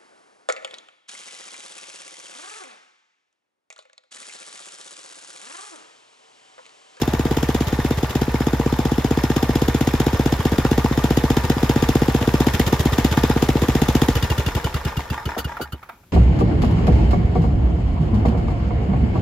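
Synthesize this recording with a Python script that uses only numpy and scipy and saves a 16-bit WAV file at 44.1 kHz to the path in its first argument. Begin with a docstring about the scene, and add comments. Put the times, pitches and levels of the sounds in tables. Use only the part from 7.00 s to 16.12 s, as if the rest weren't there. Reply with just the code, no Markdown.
"""A snowblower's single-cylinder four-stroke engine idles close by, missing a firing now and then.
The throttle lever is pushed to stop: the engine coasts down in slowing chuffs, with two late sputters,
and comes to rest among metal knocks and dry clicks. Each firing is a pressure pulse that barks through
muffler resonances and spits a jet of noise; struck casing modes make the clatter of valve gear and loose
metal, and coloured noise the rush of the cooling fan. Crank speed times and scales these sources."""
import sys
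import numpy as np
from scipy import signal
from scipy.fft import rfft, irfft, next_fast_len
from scipy.io import wavfile
from scipy.ndimage import map_coordinates

SR = 44100
rng = np.random.default_rng(int(sys.argv[2]) if len(sys.argv) > 2 else 0)


def waveform_to_disk(signal):
    """Save audio, clipped to [-1, 1], as 16-bit WAV at the path in sys.argv[1]."""
    frames = np.transpose(np.atleast_2d(signal))
    scaled = np.clip(frames, -1, 1) * 32767
    samples = np.round(scaled).astype(np.int16)
    wavfile.write(sys.argv[1], SR, samples)


N = 402191
TIME, HZ = np.arange(N) / SR, np.fft.rfftfreq(2 * N, 1 / SR)
# time within a single event [s]: a quarter and a twentieth of a second long
AGE, BRIEF = TIME[:SR // 4], TIME[:SR // 20]

# crank speed until the ignition is cut at the last row: (time [s], speed [rpm])
CRANK_SPEED = [(0.0, 2051.9), (0.5, 2031.6), (1.6, 1865.7), (2.7, 1890.5), (3.3, 1852.1), (4.25, 1824.7),
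               (5.08, 1869.1), (5.72, 1855.9), (6.3, 1922.9), (6.68, 1797.2), (7.03, 1805.6)]
IDLE_RPM = 1860
# late puffs of gas in the muffler: (time [s], relative pop level [dB], relative hiss level [dB])
LATE_PUFFS = [(8.373, -25, 3), (8.605, -27.5, -1)]
# charges that burn lazily and leave as a dull puff: (time [s], share of a full bark)
LAZY_CHARGES = [(.79, 0.86), (1.285, .7), (3.91, 0.8), (4.57, 0.5), (6.365, 0.86), (6.555, 0.9)]
# muffler resonances: (frequency [Hz], width [Hz], level [dB])
MUFFLER_MODES = [(71.7, 8.6, 4), (130.5, 36.4, 4.5), (230.6, 82.5, 8.5), (327.7, 148, 11), (458, 92, 15),
                 (718, 37, 13.5)]
# relative level of the gas hiss: (time [s], level [dB])
HISS_LEVEL = [(0, 0), (.75, 5.5), (1.4, -1.5), (3, 1.5), (5, 2), (5.6, 4), (6.3, 4.5)]


def amp(db):
    """Level and amplitude: decibels become a gain."""
    return 10 ** (np.asarray(db) / 20)


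def evened(x):
    """Normalisation: the sound is scaled to an rms of 1."""
    return x / np.sqrt(np.mean(x ** 2) + 1e-20)


def curve(rows, at):
    """Linear interpolation: reads every column of a table along its first."""
    x, *columns = np.transpose(rows)
    return [np.interp(at, x, column) for column in columns]


def colour(points):
    """Spectral envelope: a gain at every frequency, in straight lines of dB over log frequency."""
    hz, db = np.transpose(points)
    return amp(np.interp(np.log(HZ + 1), np.log(hz), db))


def resonance(hz, width, db):
    """Damped resonance: the complex response of one mode, greatest at its own frequency."""
    return amp(db) * 1j * HZ * width / (hz ** 2 - HZ ** 2 + 1j * HZ * width)


def filtered(x, response):
    """Linear filtering: multiplies the spectrum of a sound by a frequency response."""
    size = next_fast_len(N + SR // 2, True)
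    gain = np.interp(np.fft.rfftfreq(size, 1 / SR), HZ, response)
    return irfft(rfft(x, size) * gain, size)[..., :N]


def noise(response):
    """Uncorrelated turbulence: two independent noises of one colour."""
    return evened(filtered(rng.standard_normal((2, N)), response))


def add(mix, s, sound):
    """Superposition: mixes a sound in at a time in seconds."""
    part = mix[max(round(s * SR), 0):][:len(sound)]
    part += sound[:len(part)]


def puffs(times, sizes, rise_s):
    """Pressure pulses that swell and die away; a longer time constant gives a softer pulse."""
    out = np.zeros(N)
    for s, size, tau in zip(times, sizes, rise_s * np.ones(len(times))):
        add(out, s, size * (AGE / tau) ** 2 * np.exp(-AGE / tau))
    return out


def crank():
    """Flywheel inertia against dry friction and fan drag: speed as a share of idle, and cycles of two turns."""
    friction_rpm_per_s, drag_per_s = 618.93, .1668
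    cycles_before_first_opening = .2862
    coasted = np.maximum(TIME - CRANK_SPEED[-1][0], 0)
    unbraked = curve(CRANK_SPEED, TIME)[0]
    rpm = np.maximum(unbraked * np.exp(-drag_per_s * coasted) - friction_rpm_per_s * coasted, 1)
    return rpm / IDLE_RPM, np.cumsum(rpm) / (2 * 60 * SR) - cycles_before_first_opening


def driven(pace, db, power):
    """Power law of speed: a gain that follows the crank, then fades out from a fixed time near the end."""
    fade_from_s, fade_db_per_s = 8.58, 51
    return amp(db - fade_db_per_s * np.maximum(TIME - fade_from_s, 0)) * pace ** power


def sweep_db(cycle):
    """Piston displacement: the level of gas flow swells and ebbs once in each cycle."""
    top_db, top_share_of_cycle = -6, 0.2
    swell_db_per_cycle, ebb_db_per_cycle = 109, 25.5
    since = (cycle - top_share_of_cycle) % 1
    return top_db - np.minimum(ebb_db_per_cycle * since, swell_db_per_cycle * (1 - since))


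def yard(level_db=-56):
    """Ambient noise: a steady random background with a fixed spectrum."""
    # background spectrum: (frequency [Hz], relative density [dB per Hz])
    yard_colour = [(20, -7), (80, 4), (250, -4), (900, -17), (2500, -20), (6000, -24), (11000, -26),
                   (13000, -18), (16000, -32)]
    return amp(level_db) * noise(colour(yard_colour))


def garage(x, t60=0.059, wet_db=-17):
    """Diffuse reverberation: dull scattered echoes from floor and walls, decaying exponentially."""
    taps = rng.standard_normal((2, len(AGE))) * amp(-60 * AGE / t60) * (AGE > .008)
    echo = signal.oaconvolve(x, taps / np.linalg.norm(taps[0]), axes=1)[:, :N]
    return amp(wet_db) * filtered(echo, 1 / (1 + HZ / 5000))


def microphones(x, direct=0.047):
    """Pressure gradient: the difference of two close ports is a quarter cycle off their sum, partly diffuse."""
    # response to the sum of the ports: (frequency [Hz], level [dB])
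    sum_response = [(25, -12), (42, 2.5), (7000, -0.5), (8200, -4.5), (9100, -19.5), (10000, -0.5),
                    (11000, -2)]
    # response to the difference of the ports: (frequency [Hz], level [dB])
    difference_response = [(30, -36), (120, -16), (300, -18.5), (700, -6.5), (1200, -8.5), (2500, -2.5),
                           (5000, -4), (7500, 1), (9500, 6), (11500, -3), (13000, -29)]
    # how much louder the left port is than the right: (frequency [Hz], level [dB])
    left_over_right = [(60, -1), (120, 0.5), (240, 1.5), (480, -0.5), (950, 1.0), (1890, -1.0), (3770, 2),
                       (7520, 1.0), (15000, -0.5)]
    mid = filtered(x[0], colour(sum_response))  # deep bass and a notch in the treble are lost
    mixed = direct * x[0] + np.sqrt(1 - direct ** 2) * x[1]
    side = filtered(mixed, 1j * colour(difference_response))
    lean = np.sqrt(colour(left_over_right))
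    return np.array([filtered(mid + side, lean), filtered(mid - side, 1 / lean)])


def fan(pace, level_db=-31.5, power=1.55):
    """Aerodynamic noise: the cooling fan's broadband rush falls with a power of its speed."""
    # fan spectrum: (frequency [Hz], relative density [dB per Hz])
    fan_colour = [(20, 2.5), (55, 19.5), (280, -1), (480, 10.5), (610, 4.5), (880, 2.5), (1100, 2.5),
                  (1850, -2), (2300, -10), (3600, -8.5), (6500, -12.5), (10500, -19), (13200, -12.5),
                  (16000, -27)]
    return driven(pace, level_db, power) * noise(colour(fan_colour))


def whine(pace, level_db=-53, power=18):
    """Narrow resonance: shroud tones whose steep speed law leaves them audible mainly above idle."""
    # tones of the shrouds: (frequency [Hz], width [Hz], relative level [dB])
    tones = [(628, 51, -5.5), (700, 6.7, -1.5), (860, 6.7, 2.5)]
    response = sum(amp(tone_db) * resonance(hz, width, 0) ** 2 for hz, width, tone_db in tones)
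    return driven(pace, level_db, power) * noise(response)


def shake(pace, cycle, hum_db=-34, lag_cycles=0.017):
    """Reciprocating imbalance: the piston shakes the frame twice in every turn, four times in a cycle."""
    # the lag is in cycles of the hum itself
    return driven(pace, hum_db, power=1.5) * np.cos(2 * np.pi * (4 * cycle - lag_cycles))


def casing_ring(tick=0.3, uneven_db=3, detune=0.0076):
    """Modal response: one blow rings the casing's modes, and each spot favours other modes."""
    # modes of the engine block and its shrouds: (frequency [Hz], level [dB], t60 [s])
    casing = [(540, -20, 0.069), (688, -12, 0.088), (812, -6.5, 0.03), (874, 4.5, 0.028), (951, -4.5, 0.12),
              (1195, -3.5, 0.064), (1423, -7, 0.052), (1623, -4, 0.038), (1820, -2.5, 0.06),
              (1977, -9.5, 0.062), (2200, -13, 0.086), (2440, -7, 0.038), (3597, -13.5, 0.088),
              (5200, -9, 0.054)]
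    hz, db, t60 = np.transpose(casing)[:, :, None]
    size, shift, phase = rng.standard_normal((3, len(casing), 1))
    decay = amp(db + uneven_db * size - 60 * AGE / t60)
    modes = decay * np.sin(2 * np.pi * (hz * (1 + detune * shift) * AGE + phase))
    ring = modes.sum(0) + tick * rng.standard_normal(len(AGE)) * np.exp(-AGE / 0.0012)
    return ring / np.linalg.norm(ring)


def metal(pace, cycle, rattles_per_s=420, clank_db=16, surge=0.3, dull_hz=2500, spots=8):
    """Impact excitation: loose parts and stray knocks strike the casing; slow blows are duller."""
    # loose metal knocks, most of them as the crank slows and rocks back: (time [s], relative level [dB])
    clanks = [(3.65, -20), (4.371, -22), (5.729, -19.5), (6.174, -17.5), (6.238, -22), (7.424, -52),
              (7.508, -36), (7.599, -29), (7.763, -27), (7.994, -24), (8.131, -27), (8.178, -22.5),
              (8.291, -22), (8.318, -24.5), (8.348, -27), (8.494, -30.5), (8.519, -31), (8.569, -30),
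              (8.654, -36), (8.896, -30)]
    rattle_db, rattle_power = -36, 0.43
    blows = np.zeros(N)
    for s, db in clanks:
        for delay, bounce_db in ((0, 5), (.003, 1), (.008, -15.5)):  # each knock bounces
            blows[round((s + delay) * SR)] += amp(db + clank_db + bounce_db)
    loose = rng.standard_normal(N) * (rng.random(N) < rattles_per_s / SR)
    surging = evened(loose * amp(surge * sweep_db(cycle)))  # parts chatter most just after the jolt
    blows += driven(pace, rattle_db, rattle_power) * surging
    spot = rng.integers(0, spots, N)[np.arange(N) // 256]
    ring = np.zeros((2, N))
    for side in ring:
        for k in range(spots):
            side += signal.oaconvolve(blows * (spot == k), casing_ring())[:N]
    dull = filtered(ring, 1 / (1 + (HZ / dull_hz) ** 6))
    return dull + np.minimum(pace, 1) * (ring - dull)


def chatter(times, level_db, lag_s=.0135, spread_s=.007, hz=2800, octaves=0.55, t60=0.028,
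            uneven_db=4, count=3):
    """Damped free vibration: after each jolt loose covers knock a few times, each with other tones."""
    out = np.zeros((2, N))
    for s in np.repeat(times, count):
        at = s + lag_s + spread_s * rng.exponential()
        tone, level, *phases = rng.standard_normal((4, count, 1))
        size = amp(level_db + uneven_db * np.tanh(level) - 60 * BRIEF / t60)
        for side, phase in zip(out, phases):
            modes = size * np.sin(2 * np.pi * (hz * 2 ** (octaves * tone) * BRIEF + phase))
            add(side, at, modes.sum(0))
    return out


def last_ticks(rise_s=0.0029, tail_db=-17, tail_rise_s=0.019):
    """Impact noise: slack in the drive is taken up with dry clicks as the crank rocks back."""
    # clicks as the crank comes to rest: (time [s], relative level [dB])
    ticks = [(8.566, -28), (8.827, -33), (8.888, -31), (8.918, -55), (9.03, -50)]
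    # spectrum of the clicks: (frequency [Hz], relative density [dB per Hz])
    tick_colour = [(400, -9), (800, 0), (1000, -2), (1350, 5.5), (1900, -16), (2350, -1), (2800, -15),
                   (3300, -15), (7000, -31), (16000, -21)]
    s, db = np.transpose(ticks)
    envelope = puffs(s, amp(db), rise_s) + puffs(s, amp(db + tail_db), tail_rise_s)
    return noise(colour(tick_colour)) * envelope


def valve_gear(openings, pace, dull_hz=5000, scatter_db=3, jitter_s=0.0006, rise_s=0.00074, breadth=0.43,
               gear_db=2, power=0.25, dry_db=-3, ring_db=-14):
    """Periodic impacts: cams, tappets and seats tick at fixed points of the cycle and ring the casing."""
    # ticks: (share of the cycle after the exhaust valve opens, relative level [dB], tone [Hz])
    tappets = [(0.02, -38, 1670), (0.265, -20.5, 750), (0.27, -24, 1960), (0.41, -34, 1400),
               (0.51, -29.5, 1730), (0.59, -31, 1630), (0.64, -26, 900), (0.65, -32, 12000),
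               (0.7, -32, 990), (0.82, -31, 1870), (0.91, -33, 2200)]
    out = np.zeros((2, N))
    f = np.fft.rfftfreq(len(BRIEF), 1 / SR)
    shape = (BRIEF / rise_s) ** 2 * np.exp(-BRIEF / rise_s)
    for share, db, hz in tappets:
        early, size = rng.standard_normal((len(openings) - 1, 2)).T
        times = openings[:-1] + share * np.diff(openings) + jitter_s * early
        band = 1 / (1 + (np.log((f + 1) / hz) / breadth) ** 4) ** .5
        grain = rng.standard_normal((len(times), 2, len(BRIEF)))
        ticks = shape * evened(irfft(band * rfft(grain), len(BRIEF)))
        # a slow valve seats softly: bright ticks fade first
        force = np.interp(times, TIME, pace) ** (hz / dull_hz)
        gains = force * amp(db + scatter_db * np.tanh(size))
        for s, gain, tick in zip(times, gains, ticks):
            for side, sound in zip(out, tick):
                add(side, s, gain * sound)
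    ring = np.array([signal.oaconvolve(side, casing_ring())[:N] for side in out])
    return driven(pace, gear_db, power) * (amp(dry_db) * out + amp(ring_db) * ring)


def firings(times):
    """Incomplete combustion: how well each charge burns, and the chuff of one that fails."""
    # cycles that fail to burn fully: (time [s], share of a full bark, relative chuff level [dB])
    misfires = [(.67, 0.067, -7.5), (.97, 0.1, -7), (1.1, 0.026, -14), (3.13, 0.48, -3.5), (3.39, 0.12, -7),
                (3.52, 0.57, -4), (4.44, 0.089, -7), (5.21, 0.43, -8), (6.11, 0.13, -7), (6.62, 0.59, -4)]
    skipping_from_s, skipping_to_s, skip_share, skip_chuff_db = 5.5, 5.95, 0.11, -7
    burn, chuff = np.ones(len(times)), np.zeros(len(times))
    for s, share in LAZY_CHARGES:
        burn[np.argmin(abs(times - s))] = share
    for s, share, db in misfires:
        k = np.argmin(abs(times - s))
        burn[k], chuff[k] = share, amp(db)
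    # for a moment only every other cycle fires fully
    skipped = np.flatnonzero((times > skipping_from_s) & (times < skipping_to_s))[::2]
    burn[skipped], chuff[skipped] = skip_share, amp(skip_chuff_db)
    return burn, chuff


def vigour(times, uneven_db=2.5, lazy_db=-12):
    """Cyclic variation: how sharply each charge bursts out, in dB."""
    # firings that spit harder or softer than the rest: (time [s], level [dB])
    uneven_firings = [(.02, 9), (.55, 2), (1.22, 3), (1.86, 2.5), (2.18, -1), (2.24, 3.5), (2.364, 5),
                      (2.69, 2.5), (2.746, 1), (2.809, 3), (2.94, -1.5), (3.065, 1), (3.2, -3), (3.715, 0),
                      (3.78, 1.5), (4.04, 1), (4.24, -3), (4.369, 3), (4.51, 3), (4.695, 3), (4.825, 0),
                      (4.889, 2.5), (4.96, 1), (5.02, -5), (5.09, -3), (5.404, 1), (5.467, 1.5),
                      (5.598, 4.5), (5.99, 1), (6.236, 0), (6.3, -3), (6.424, 0.5), (6.818, 0.5),
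                      (6.885, 0), (7.019, 2)]
    db = uneven_db * rng.standard_normal(len(times))
    for s, spit_db in uneven_firings:
        db[np.argmin(abs(times - s))] = spit_db
    for s, _ in LAZY_CHARGES:
        db[np.argmin(abs(times - s))] = lazy_db
    return db


def chuffs(times, sizes, pace, hz=62, sag_hz=66, sag_s=0.0055, swell_s=0.0041, fade_s=0.011, lag_s=0.00973,
           ring_db=-9, sigh_db=-14, sigh_hz=280):
    """Damped oscillation: unburnt, air is sucked back, swings out at a falling pitch, then sighs."""
    t, out = AGE - 2 * lag_s, np.zeros(N)
    sag = np.where(t < 0, t, sag_s * (1 - np.exp(-abs(t) / sag_s)))
    swing = np.cos(2 * np.pi * (hz * t + sag_hz * sag))
    for s, size, speed in zip(times, sizes, np.interp(times, TIME, pace)):
        # a slow crank sucks for a shorter while
        shape = np.exp(-np.where(t < 0, (t / swell_s) ** 2 / (speed + 0.06), t / fade_s))
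        add(out, s - lag_s, size * shape * swing)
    sigh = noise(resonance(sigh_hz, 335, 0) ** 2) * puffs(times + 0.013, sizes, rise_s=0.0037)
    outlet = 1j * HZ / (22 + 1j * HZ) + resonance(*MUFFLER_MODES[0][:2], ring_db)
    return 0.64 * filtered(out, outlet) + amp(sigh_db) * sigh


def splutter(hz=680, width=500, lead_s=0.011, rise_s=.0045, gain_db=2):
    """Resonant flow noise: each late puff starts with a hollow rush of gas through the muffler."""
    s, pop_db, _ = np.transpose(LATE_PUFFS)
    return noise(resonance(hz, width, 0) ** 2) * puffs(s - lead_s, amp(pop_db + gain_db), rise_s)


def pipe_ring(times, sizes, pipe, lag_s=0.0005, uneven_db=4, detune=0.029, glide=0.052, glide_s=0.0037,
              rise_s=0.0052):
    """Standing waves: pitch sags at the start of each burst, and each mode is randomly detuned a little."""
    hz, db, t60 = np.transpose(pipe)[:, :, None]
    sagging = BRIEF + glide * glide_s * (1 - np.exp(-BRIEF / glide_s))
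    out = np.zeros(N)
    for s, size in zip(times, sizes):
        level, shift, phase = rng.standard_normal((3, len(pipe), 1))
        decay = amp(db + uneven_db * np.tanh(level) - 60 * BRIEF / t60)
        modes = decay * np.sin(2 * np.pi * (hz * (1 + detune * shift) * sagging + phase))
        add(out, s + lag_s, size * modes.sum(0) * (1 - np.exp(-BRIEF / rise_s)))
    return out


def port_jet(port):
    """Jet turbulence: broadband noise is coloured by the resonances of the exhaust port."""
    # jet spectrum: (frequency [Hz], relative density [dB per Hz])
    jet_colour = [(100, 13.5), (400, 13), (600, 1.5), (900, -3), (1300, -3), (2300, -6.5), (3500, -2),
                  (4600, -14.5), (7000, -10.5), (10500, -17.5), (13500, -14.5), (16000, -24)]
    return noise(colour(jet_colour) * abs(1 + sum(resonance(*mode) for mode in port)))


def bent(x, starts, glide=0.1, glide_s=0.0081, scatter=0.02):
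    """Changing resonance: the port's tones slide up as the valve lifts, a little differently in each stroke."""
    stroke = np.maximum(np.searchsorted(starts, TIME) - 1, 0)
    lift = 1 - np.exp(-np.maximum(TIME - starts[stroke], 0) / glide_s)
    rate = 1 + glide * (lift - .5) + scatter * rng.standard_normal(len(starts))[stroke]
    return np.array([map_coordinates(side, [np.cumsum(rate) % (N - 1)], order=3) for side in x])


def swept_flow(times, spit_db, pace, cycle, flow_db=-26.0, gust_share=0.44):
    """Displacement flow: the piston sweeps out the remaining gas, and the flow fades as it slows."""
    # spectrum of the slower flow: (frequency [Hz], relative density [dB per Hz])
    sweep_colour = [(100, 10.5), (380, 8.5), (600, 0), (850, 4), (1300, -10), (2300, -2), (3500, -1),
                    (4600, -8.5), (7000, -7.5), (10500, -19), (13500, -9), (16000, -30)]
    gust_db = gust_share * np.interp(TIME, times, spit_db, right=0)  # a fuller charge also flows harder
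    level_db = flow_db + sweep_db(cycle) + curve(HISS_LEVEL, TIME)[0] + gust_db
    return driven(pace, level_db, power=1.4) * noise(colour(sweep_colour))


def wheezes(times, unburnt, coast, pace, lead_s=0.003, rise_s=0.0023, coast_db=7, coast_power=0.41,
            stretch_power=0.31, rebound_s=0.012, rebound_db=-7, late_db=6.5, late_rise_s=0.0071):
    """Low-pressure discharge: the envelope of long breaths from unlit strokes and late puffs."""
    stroke = amp(coast_db) * np.interp(coast, TIME, pace) ** coast_power
    slow = np.interp(coast, TIME, pace + .05) ** -stretch_power  # a slow valve stays open longer
    out = puffs(coast - lead_s * slow, stroke, rise_s * slow)
    # air rushes in, then out again
    out += pace * puffs(coast + rebound_s, amp(rebound_db) * stroke, rise_s)
    out += puffs(times + .003, unburnt, rise_s=.0018) + puffs(times + .014, unburnt, rise_s=.0022)
    late, _, hiss_db = np.transpose(LATE_PUFFS)
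    return out + puffs(late + 0.0018, amp(hiss_db + late_db), late_rise_s)


def gas(times, burn, spit_db, coast, pace, cycle, hot_db=-19, cold_db=-27, coast_jet_db=-21, miss_db=-1,
        spit_lead_s=0.0023, spit_rise_s=0.0021, wheeze_lead_s=0.003, ragged_share=0.98):
    """Valve throttling: a jet spits past the opening valve; then the piston sweeps out the rest."""
    # exhaust port resonances in hot gas: (frequency [Hz], width [Hz], level [dB])
    hot_port = [(1895, 59, 8), (3280, 1500, -6.5), (4980, 400, 10.5), (6480, 210, 4.5), (12800, 5100, 3.5)]
    # exhaust port resonances in cold air: (frequency [Hz], width [Hz], level [dB])
    cold_port = [(1355, 68, 32.7), (2820, 110, 19.4), (3100, 48, 3.8), (4430, 70, 32), (6450, 570, 3.8),
                 (13300, 7300, 19.5)]
    hot, cold = port_jet(hot_port), port_jet(cold_port)
    strength = amp(curve(HISS_LEVEL, times)[0] + spit_db)
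    spit = puffs(times - spit_lead_s, strength * burn, spit_rise_s)
    unburnt = amp(miss_db) * strength * (1 - burn) ** 2
    wheeze = wheezes(times, unburnt, coast, pace, wheeze_lead_s)
    late = np.transpose(LATE_PUFFS)[0]
    cold = bent(cold, np.sort(np.concatenate([times, coast, late])) - wheeze_lead_s)
    ragged = np.clip(pace * ragged_share, 0, 1)  # slower strokes ring the port more clearly
    breathy = amp(coast_jet_db) * ragged * hot + amp(cold_db) * (1 - ragged) * cold
    return hot * amp(hot_db) * spit + swept_flow(times, spit_db, pace, cycle) + breathy * wheeze


def crack(times, sizes, delay_s=0.00258, rise_s=0.000091):
    """Shell vibration: the first edge of each burst raps the muffler's shell, just ahead of the bark."""
    # resonances of the muffler's shell: (frequency [Hz], width [Hz], level [dB])
    shell = [(764, 96, 8), (1400, 300, -5.5)]
    return filtered(puffs(times + delay_s, sizes, rise_s), sum(resonance(*mode) for mode in shell))


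def barks(times, burn, sharp_db, soften=0.053, delay_s=0.003687, rise_s=0.00086, uneven=0.013, rough=0.15):
    """Cavity resonance: turbulent bursts of gas drive the muffler's modes; a lazy burst is rounder."""
    # sign with which each muffler mode reaches the outlet: one column [+1 or -1]
    signs = [1, -1, -1, 1, 1, 1]
    size, width = rng.standard_normal((len(times), 2)).T
    rises = rise_s * np.exp(uneven * width) * amp(-soften * np.minimum(sharp_db, 0))
    drive = puffs(times + delay_s, burn * amp(0.09 * size), rises)
    s, pop_db, _ = np.transpose(LATE_PUFFS)
    pops = puffs(s, amp(pop_db + 6), rise_s=0.0002)
    pops += puffs(s + 0.00695, amp(pop_db + 17), rise_s=0.0029)
    muffler = sum(sign * resonance(*mode) for sign, mode in zip(signs, MUFFLER_MODES))
    radiated = (1j * HZ / (35 + 1j * HZ)) ** 2  # a small outlet radiates little deep bass
    return filtered((drive + pops) * (1 + rough * rng.standard_normal(N)), muffler * radiated)


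def scene(crack_share=0.27):
    """Crank timing: the exhaust valve opens every second turn and sets exhaust and clatter going."""
    # modes of the hot gas in the exhaust pipe: (frequency [Hz], level [dB], t60 [s])
    hot_pipe = [(1657, -31.5, 0.029), (3490, -32.5, 0.053), (5120, -31, 0.046), (6700, -27.5, 0.033)]
    # modes of the cold air in the pipe while coasting: (frequency [Hz], level [dB], t60 [s])
    cold_pipe = [(1400, -19, 0.053), (2880, -14.5, 0.06), (3340, -22, 0.034), (4610, -25.5, 0.054)]
    coast_chuff_db, coast_chuff_power = -6, 0.71
    far_db, near_s = -4, 4.78  # the microphone creeps up: starting level, time of arrival
    pace, cycle = crank()
    openings = TIME[1:][np.diff(np.floor(cycle)) > 0]
    last_lit = np.searchsorted(openings, CRANK_SPEED[-1][0]) + 1  # the last lit charge still leaves
    times, coast = np.split(openings, [last_lit])
    burn, chuff = firings(times)
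    coast_chuff = amp(coast_chuff_db) * np.interp(coast, TIME, pace) ** coast_chuff_power
    sharp_db = vigour(times)

    rush_and_hum = fan(pace) + whine(pace) + shake(pace, cycle)
    clatter = valve_gear(openings, pace) + metal(pace, cycle) + last_ticks()
    clatter += chatter(times, level_db=-38)
    clatter += pace * chatter(coast, level_db=-41, lag_s=.012, spread_s=0.021, hz=2200, count=7)
    exhaust = barks(times, burn, sharp_db) + crack(times, burn * amp(crack_share * sharp_db))
    exhaust = exhaust + gas(times, burn, sharp_db, coast, pace, cycle) + splutter()
    exhaust += pipe_ring(times, burn * amp(sharp_db), hot_pipe) + pipe_ring(coast, coast_chuff, cold_pipe)
    exhaust += chuffs(times + 0.0037, chuff, pace) + chuffs(coast, coast_chuff, pace)

    nearness = amp(far_db * np.maximum(1 - TIME / near_s, 0))
    engine = nearness * (rush_and_hum + clatter + exhaust)
    return microphones(engine + garage(engine) + yard())


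def record(dry):
    """Saturation and band limiting: the loudest peaks are rounded off softly, then the top is cut."""
    edge_hz = 15900
    rounded = dry / (1 + (dry / .95) ** 8) ** (1 / 8)
    lowpass = signal.firwin(511, edge_hz, window=("kaiser", 9), fs=SR)
    return signal.oaconvolve(rounded, lowpass[None], "same")


dry = scene()
out = record(dry)
waveform_to_disk(out)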